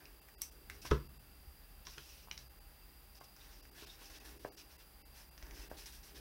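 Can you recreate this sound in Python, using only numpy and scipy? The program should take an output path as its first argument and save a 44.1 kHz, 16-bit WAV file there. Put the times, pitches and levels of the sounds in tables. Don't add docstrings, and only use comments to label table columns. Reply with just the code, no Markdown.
import sys
import numpy as np
from scipy import signal
from scipy.fft import rfft, irfft, next_fast_len
from scipy.io import wavfile
from scipy.ndimage import uniform_filter1d

SR = 44100
rng = np.random.default_rng(int(sys.argv[2]) if len(sys.argv) > 2 else 0)


def persist_wave(psi):
    counts = np.round(np.clip(psi, -1, 1) * 32767).astype(np.int16)
    wavfile.write(sys.argv[1], SR, np.atleast_2d(counts).T)


def how_loud(loudness_db):
    steps = np.asarray(loudness_db, float) / 20
    return 10 ** steps


N = 273816


def level(x, db):
    return x * how_loud(db) / np.sqrt(np.mean(x ** 2))


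def band(x, hz, width):
    return signal.lfilter(*signal.iirpeak(hz, hz / width, fs=SR), x)


def body(x, modes):
    return sum(how_loud(db) * band(band(x, hz, width), hz, width) for hz, width, db in modes)


def treble(x):
    high_pass = signal.butter(3, 7300, "high", fs=SR, output="sos")
    return signal.sosfilt(high_pass, band(x, 7800, 9100))


def fade(t60, size):
    return np.exp(-np.log(1000) * np.arange(size) / SR / t60)


def add(out, s, sound):
    i = int(s * SR)
    out[i:i + len(sound)] += sound[:N - i]


def glide(breakpoints):
    return np.interp(np.arange(N) / SR, *np.transpose(breakpoints))


def walk(rate):
    k = int(SR / rate)
    steps = np.repeat(rng.standard_normal(N // k + 1), k)
    return 0.62 * uniform_filter1d(uniform_filter1d(steps, k), k)[:N]


def grit(rate, spread_db):
    slips = rng.random(N) < rate / SR
    return slips * rng.standard_normal(N) * how_loud(spread_db * rng.exponential(size=N))


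# time in seconds, load in dB.
LEAN = [(0.0, 0), (0.41, -6.5), (0.75, 3), (0.9, 15), (1.06, 11.5), (1.33, 1), (1.68, 0), (1.8, 4),
        (2.0, -8.5), (2.4, 5.5), (2.8, -4), (3.2, 0), (4.86, -2.5), (5.62, 4.5), (6.09, 3), (6.21, 7)]


def rumble():
    lean_db = glide(LEAN)
    low = body(rng.standard_normal(N), [(42.5, 23, -0.5), (58.4, 13.5, -4.5)])
    low = signal.sosfilt(signal.butter(4, [35, 74], "band", fs=SR, output="sos"), low)
    drone = body(rng.standard_normal(N), [(131.3, 68, 3.5), (182.0, 73, -5.5)])
    low_db = -64 + 0.43 * lean_db
    drone_db = -74.5 + lean_db
    return level(low, 2.9) * how_loud(low_db) + level(drone, -0.16) * how_loud(drone_db)


# frequency in Hz, density in dB per Hz.
AIR = [(50, -17), (90, -2), (300, -8.5), (1500, -11), (5300, -19), (6600, -23), (11000, -14.5),
       (16000, -10.5)]


def hiss():
    hz, db = np.transpose(AIR)
    size = next_fast_len(N)
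    colour = how_loud(np.interp(np.log(np.fft.rfftfreq(size, 1 / SR) + 1), np.log(hz), db))
    return level(irfft(rfft(rng.standard_normal(size)) * colour, size)[:N], -61.5)


# centre in Hz, width in Hz, level in dB.
WHINE = [(800, 20, -80), (1674, 9.1, -90.5), (2684, 41, -82), (4800, 250, -73)]


def whine():
    out = np.zeros(N)
    for hz, width, db in WHINE:
        tone = body(rng.standard_normal(N), [(hz, width, 0)])
        out += level(tone * how_loud(2 * walk(12)), db)
    return out


# centre in Hz, width in Hz, level in dB.
PAPER = [(2655, 920, -2), (4010, 2600, -3), (5430, 1760, 1.5), (7100, 430, -18)]
# centre in Hz, width in Hz, level in dB.
DULL = [(900, 960, -3), (1570, 890, -2)]
FLECK_RANGE = (1422, 6400)
# time in seconds, level in dB.
FLEX = [(0.0, -66.5), (0.26, -77), (0.55, -71), (0.78, -66), (0.92, -75), (1.5, -79), (3.35, -79.5),
        (3.75, -68.5), (3.98, -76), (4.13, -67.5), (4.41, -64.5), (4.79, -76.5), (5.27, -77), (5.57, -61.5),
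        (5.88, -71), (6.09, -73), (6.21, -55.5)]
# start in seconds, length in seconds, rub in dB, dull part in dB.
SCUFFS = [(0, 0.13, -75, 9), (0.413, 0.048, -53.5, -16), (0.699, 0.1, -64.5, 1),
          (0.8165, 0.046, -56.5, -17), (0.903, 0.071, -56.5, -1), (2.32, .035, -60.5, -4),
          (2.372, 0.064, -63.5, -2), (3.867, 0.13, -64, -4.5), (4.097, 0.16, -59.5, -2.5),
          (4.246, 0.11, -59.5, 0), (5.857, 0.061, -54.5, -5.5), (5.92, 0.086, -59.5, -6.5),
          (6.027, 0.11, -61.5, -5)]
# start in seconds, length in seconds, rub in dB, dull part in dB.
SWEEPS = [(0.279, 0.02, -69, 7.5), (0.848, 0.048, -51.5, -2), (1.85, 0.1, -60, -6),
          (1.925, 0.34, -60.5, -32), (3.146, 0.049, -64, -8), (3.233, 0.026, -63.5, -17),
          (3.36, 0.3, -65, -2.5), (3.743, 0.14, -57, -3.5), (3.988, 0.12, -58.5, -7.5),
          (4.343, 0.26, -68, -6), (4.57, 0.058, -57.5, -11), (4.689, 0.082, -66.5, -0.5),
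          (4.787, 0.055, -64, -3), (5.141, 0.11, -61.5, -0.5), (5.37, 0.4, -70.5, 8.5),
          (5.538, 0.15, -63, -9), (5.684, 0.11, -69, -2), (5.768, 0.087, -57, -6),
          (6.143, 0.082, -59.5, -2.5)]
# start in seconds, end in seconds.
RAISED = [
    (4.2, 4.5),
    (5.1, 6.3),
]
SCUFF_RISE, SWEEP_RISE = 0.05, 0.34
TOP_DB, RAISED_TOP_DB = -6, -2.5


def rustle():
    sheet = level(sum(body(grit(7000, 0.84) * how_loud(6.4 * walk(40)), [mode]) for mode in PAPER), 0)
    flecks = np.zeros(N)
    for hz in rng.uniform(*FLECK_RANGE, size=12):
        flecks += band(rng.standard_normal(N), hz, 170) * how_loud(23 * walk(35))
    sheet = level(sheet + level(flecks, -10), 0)
    top = level(treble(grit(10000, 0.78) * how_loud(1.7 * walk(40))), -0.66)
    dull = level(body(grit(4000, 0.86) * how_loud(0.88 * walk(30)), DULL), -2.9)
    bend = body(rng.standard_normal(N), [(331, 167, 0)])
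    out = level(bend, -1.4) * how_loud(glide(FLEX))
    strokes = [(*row, SCUFF_RISE) for row in SCUFFS] + [(*row, SWEEP_RISE) for row in SWEEPS]
    for s, length, db, dull_db, rise in strokes:
        raised = any(start < s < end for start, end in RAISED)
        top_db = RAISED_TOP_DB if raised else TOP_DB
        span = slice(int(s * SR), min(int((s + length) * SR), N))
        progress = np.linspace(0, 1, span.stop - span.start)
        swell = np.sqrt(np.interp(progress, [0, rise, 1], [0, 1, 0]))
        rub = sheet[span] + how_loud(top_db) * top[span] + how_loud(dull_db) * dull[span]
        add(out, s, how_loud(db) * swell * rub)
    return out


def ticks(table, snap_db, crackle_db, t60):
    out, size = np.zeros(N), 4096
    for (s, db, hz, high_db), noise in zip(table, rng.standard_normal((len(table), 4, size))):
        ring = body(noise[0] * fade(t60, size), [(hz, 0.91 * hz, 0)])
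        high = body(noise[1] * fade(0.7 * t60, size), [(5520, 1070, 0)])
        snap = treble(noise[2] * fade(0.9 * t60, size))
        crackle = (body(noise[3], PAPER) + band(noise[3], hz, hz / 2) / 2) * fade(0.054, size)
        dry_db = 1.49 * (db + 49.5)
        parts = [(0, ring), (high_db, high), (snap_db - dry_db, snap), (crackle_db - 0.21 * dry_db, crackle)]
        tick = sum(how_loud(part_db) * part / np.abs(part).max() for part_db, part in parts)
        add(out, s, how_loud(db + 2.0) * tick)
    return out


# start in seconds, peak in dB, ring in Hz, high ring in dB.
CREASES = [(0.0551, -49.5, 2670, 1), (0.2864, -58, 2180, -6), (0.4186, -43.5, 2460, 14.5),
           (0.527, -66, 5500, -4), (0.6992, -39, 2080, -20), (0.7514, -57, 1540, -8),
           (3.2082, -59, 1710, -12), (3.2427, -68, 2610, 10), (3.3645, -56.5, 1720, 1),
           (3.6531, -52.5, 1690, -20), (4.2921, -51, 2530, -19), (5.3784, -48, 1740, -1),
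           (5.4262, -46.5, 1760, -3.5), (5.4673, -52, 1590, -5), (5.51, -49, 1980, -3),
           (5.8583, -62, 1810, 14)]


def creases():
    return ticks(CREASES, snap_db=-11, crackle_db=-8.5, t60=0.007)


def modes(table):
    out, t = np.zeros(N), np.arange(20000) / SR
    for s, db, hz, t60 in table:
        build_up = 1 - np.exp(-hz * t / 0.28)
        add(out, s, how_loud(db) * np.sin(2 * np.pi * hz * t) * build_up * fade(t60, len(t)))
    return out


# start in seconds, peak in dB, frequency in Hz, t60 in seconds.
RINGS = [(.9125, -27, 1180, 0.023), (.4135, -43, 5200, 0.0073), (.419, -44.5, 5690, 0.12),
         (.419, -47, 5910, .1), (.419, -46, 6140, 0.14), (2.3905, -48, 4700, .008),
         (.418, -48, 2260, 0.012), (.418, -46, 1160, 0.01), (.6992, -41, 2050, .014),
         (1.981, -49, 1430, 0.026), (2.3125, -35, 2400, 0.011), (2.3125, -32.5, 2950, 0.013),
         (2.3765, -42, 2130, .008), (4.4478, -36.5, 1630, 0.011), (4.449, -43.5, 990, 0.035),
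         (5.714, -46, 1530, 0.0072), (5.426, -49, 630, .02), (2.285, -55, 950, .015)]


def object_rings():
    return modes(RINGS)


# start in seconds, peak in dB.
POPS = [
    (0.4186, -21),
    (0.6992, -38.5),
]


def pops():
    out, size = np.zeros(N), 4096
    for (s, db), noise in zip(POPS, rng.standard_normal((len(POPS), size))):
        snap = treble(noise * (fade(0.004, size) + 0.25 * fade(0.025, size)))
        add(out, s, how_loud(db) * snap / np.abs(snap).max())
    return out


# start in seconds, peak in dB, frequency in Hz, t60 in seconds.
BOOMS = [
    (.9105, -23, 63, 0.24),
    (.914, -33, 165, .12),
    (.914, -36, 118, .2),
    (0.69, -52, 82, .3),
    (1.405, -49, 64, .2),
    (1.47, -45, 64, 0.23),
    (5.43, -39, 46, 0.15),
    (5.51, -43, 45, 0.3),
    (5.59, -44, 48, .3),
]


def table_booms():
    return modes(BOOMS)


# frequency in Hz, level in dB, t60 in seconds.
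TABLE = [(141.5, -3.5, 0.32), (208, -6.5, 0.18), (347, 1.5, 0.1), (420, 3, 0.061), (516, -20, 0.13),
         (973, -8, 0.064), (1013, -11, 0.12), (1050, -14, 0.16), (1097, -12, .09), (1290, -2, 0.056),
         (1370, -8, 0.064), (1491, -15, 0.053)]
# centre in Hz, width in Hz, level in dB.
WOOD = [(464, 390, 2.5), (976, 260, 7.5), (1460, 150, 6), (2190, 160, -3), (2800, 1200, -2)]
# start in seconds, peak in dB, thud in Hz, woody crack in dB,
# weight on the table in dB.
KNOCKS = [(0.851, -42, 665, 0, -16), (0.91, -41, 1100, 10, -27), (0.9132, -29.5, 1270, 2, -13),
          (.918, -25.5, 405, -17, -5.5), (1.87, -47.5, 1460, 2.5, -15), (1.978, -51.5, 1450, -3.5, -7),
          (2.274, -49.5, 900, -10, -34), (2.285, -52, 910, -6, -25), (2.312, -45.5, 1210, -4, -26),
          (3.212, -42, 800, -7, -36), (3.824, -51, 438, 4, -12), (4.014, -55, 298, 8, -21),
          (4.4499, -30, 570, -18.5, -32.5), (5.715, -35, 634, -29, -28)]


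def knocks():
    out, t = np.zeros(N), np.arange(12000) / SR
    size = len(t)
    hz, mode_db, mode_t60 = np.transpose(TABLE)[:, :, None]
    damping = np.exp(-np.log(1000) * t / mode_t60)
    ring = np.sum(how_loud(mode_db) * np.sin(2 * np.pi * hz * t) * damping, axis=0)
    for (s, db, thud_hz, wood_db, ring_db), noise in zip(KNOCKS, rng.standard_normal((len(KNOCKS), size))):
        turns = thud_hz * t / 0.37
        thud = np.sin(2 * np.pi * thud_hz * t) * turns * np.exp(1 - turns)
        tail_db = -21 + 0.77 * ring_db
        decay = how_loud(wood_db) * fade(0.047, size) + how_loud(tail_db) * fade(0.36, size)
        wood = level(body(noise, WOOD), -6.5) * decay
        add(out, s, how_loud(db) * (thud + wood + how_loud(ring_db) * ring))
    return out


# start in seconds, peak in dB, ring in Hz, high ring in dB.
TAPS = [
    (0.8544, -40, 2190, -15),
    (0.8738, -42.5, 3370, -11),
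    (0.913, -28.5, 1430, -10.5),
    (0.9794, -50, 1740, -8),
    (1.852, -53, 3630, -5),
    (1.869, -39, 2770, -1),
    (1.9813, -39.5, 2340, -6.5),
    (2.313, -36, 3160, 0.5),
    (2.377, -43, 3640, -2),
    (2.3904, -60, 3160, -6),
]


def taps():
    return ticks(TAPS, snap_db=-21, crackle_db=-17, t60=0.013)


def room(x):
    size, t60 = 16000, 0.21
    noise = rng.standard_normal(size)
    dull = band(noise, 550, 2800)
    tail = dull * fade(t60, size) + 0.66 * (noise - dull) * fade(1.23 * t60, size)
    tail = np.r_[np.zeros(200), tail / np.sqrt(np.sum(tail ** 2))]
    return x + how_loud(-8.5) * signal.fftconvolve(x, tail)[:N]


def scene():
    hands = room(rustle() + creases() + object_rings() + pops() + knocks() + taps())
    hands = hands - 0.18 * band(hands, 7500, 2200)
    return (hands + rumble() + table_booms() + hiss() + whine())[None]


# low edge in Hz, high edge in Hz.
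KEPT = [(0, 940), (2550, 2850), (4650, 5050)]
THIN_BRIEF = [.206, .506, 1.083, 1.187, 2.49, 2.598, 3.196, 3.619, 3.706, 3.857, 4.194, 4.388, 4.56, 4.775,
              5.303, 5.692]
THIN_LONG = [.366, 4.505, 5.038]


def thin_out(x):
    out, hz = x.copy(), np.fft.rfftfreq(4096, 1 / SR)
    strong = sum((hz >= low) & (hz < high) for low, high in KEPT) > 0
    moments = [(s, -17, 0.005) for s in THIN_BRIEF] + [(s, -38, 0.011) for s in THIN_LONG]
    for (s, db, width), luck in zip(moments, rng.random((len(moments), 128))):
        start = int(s * SR) - 2048
        weak = ~strong & (luck[(hz / 180).astype(int)] > 0.07)
        dip = np.clip(1.5 - np.abs(np.arange(-2048, 2048) / SR) / width, 0, 1)
        lost = irfft(rfft(out[start:start + 4096]) * weak) * (how_loud(db * dip) - 1)
        add(out, (start + 0.1) / SR, lost)
    return out


def band_limit(x):
    return signal.sosfilt(signal.butter(12, 16780, fs=SR, output="sos"), x)


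def record(dry):
    size = next_fast_len(N)
    passed = np.fft.rfftfreq(size, 1 / SR) < 15830
    cut = irfft(rfft(dry[0], size) * passed, size)[:N]
    mix = thin_out(cut)[None]
    return band_limit(mix)


dry = scene()
out = record(dry)
persist_wave(out)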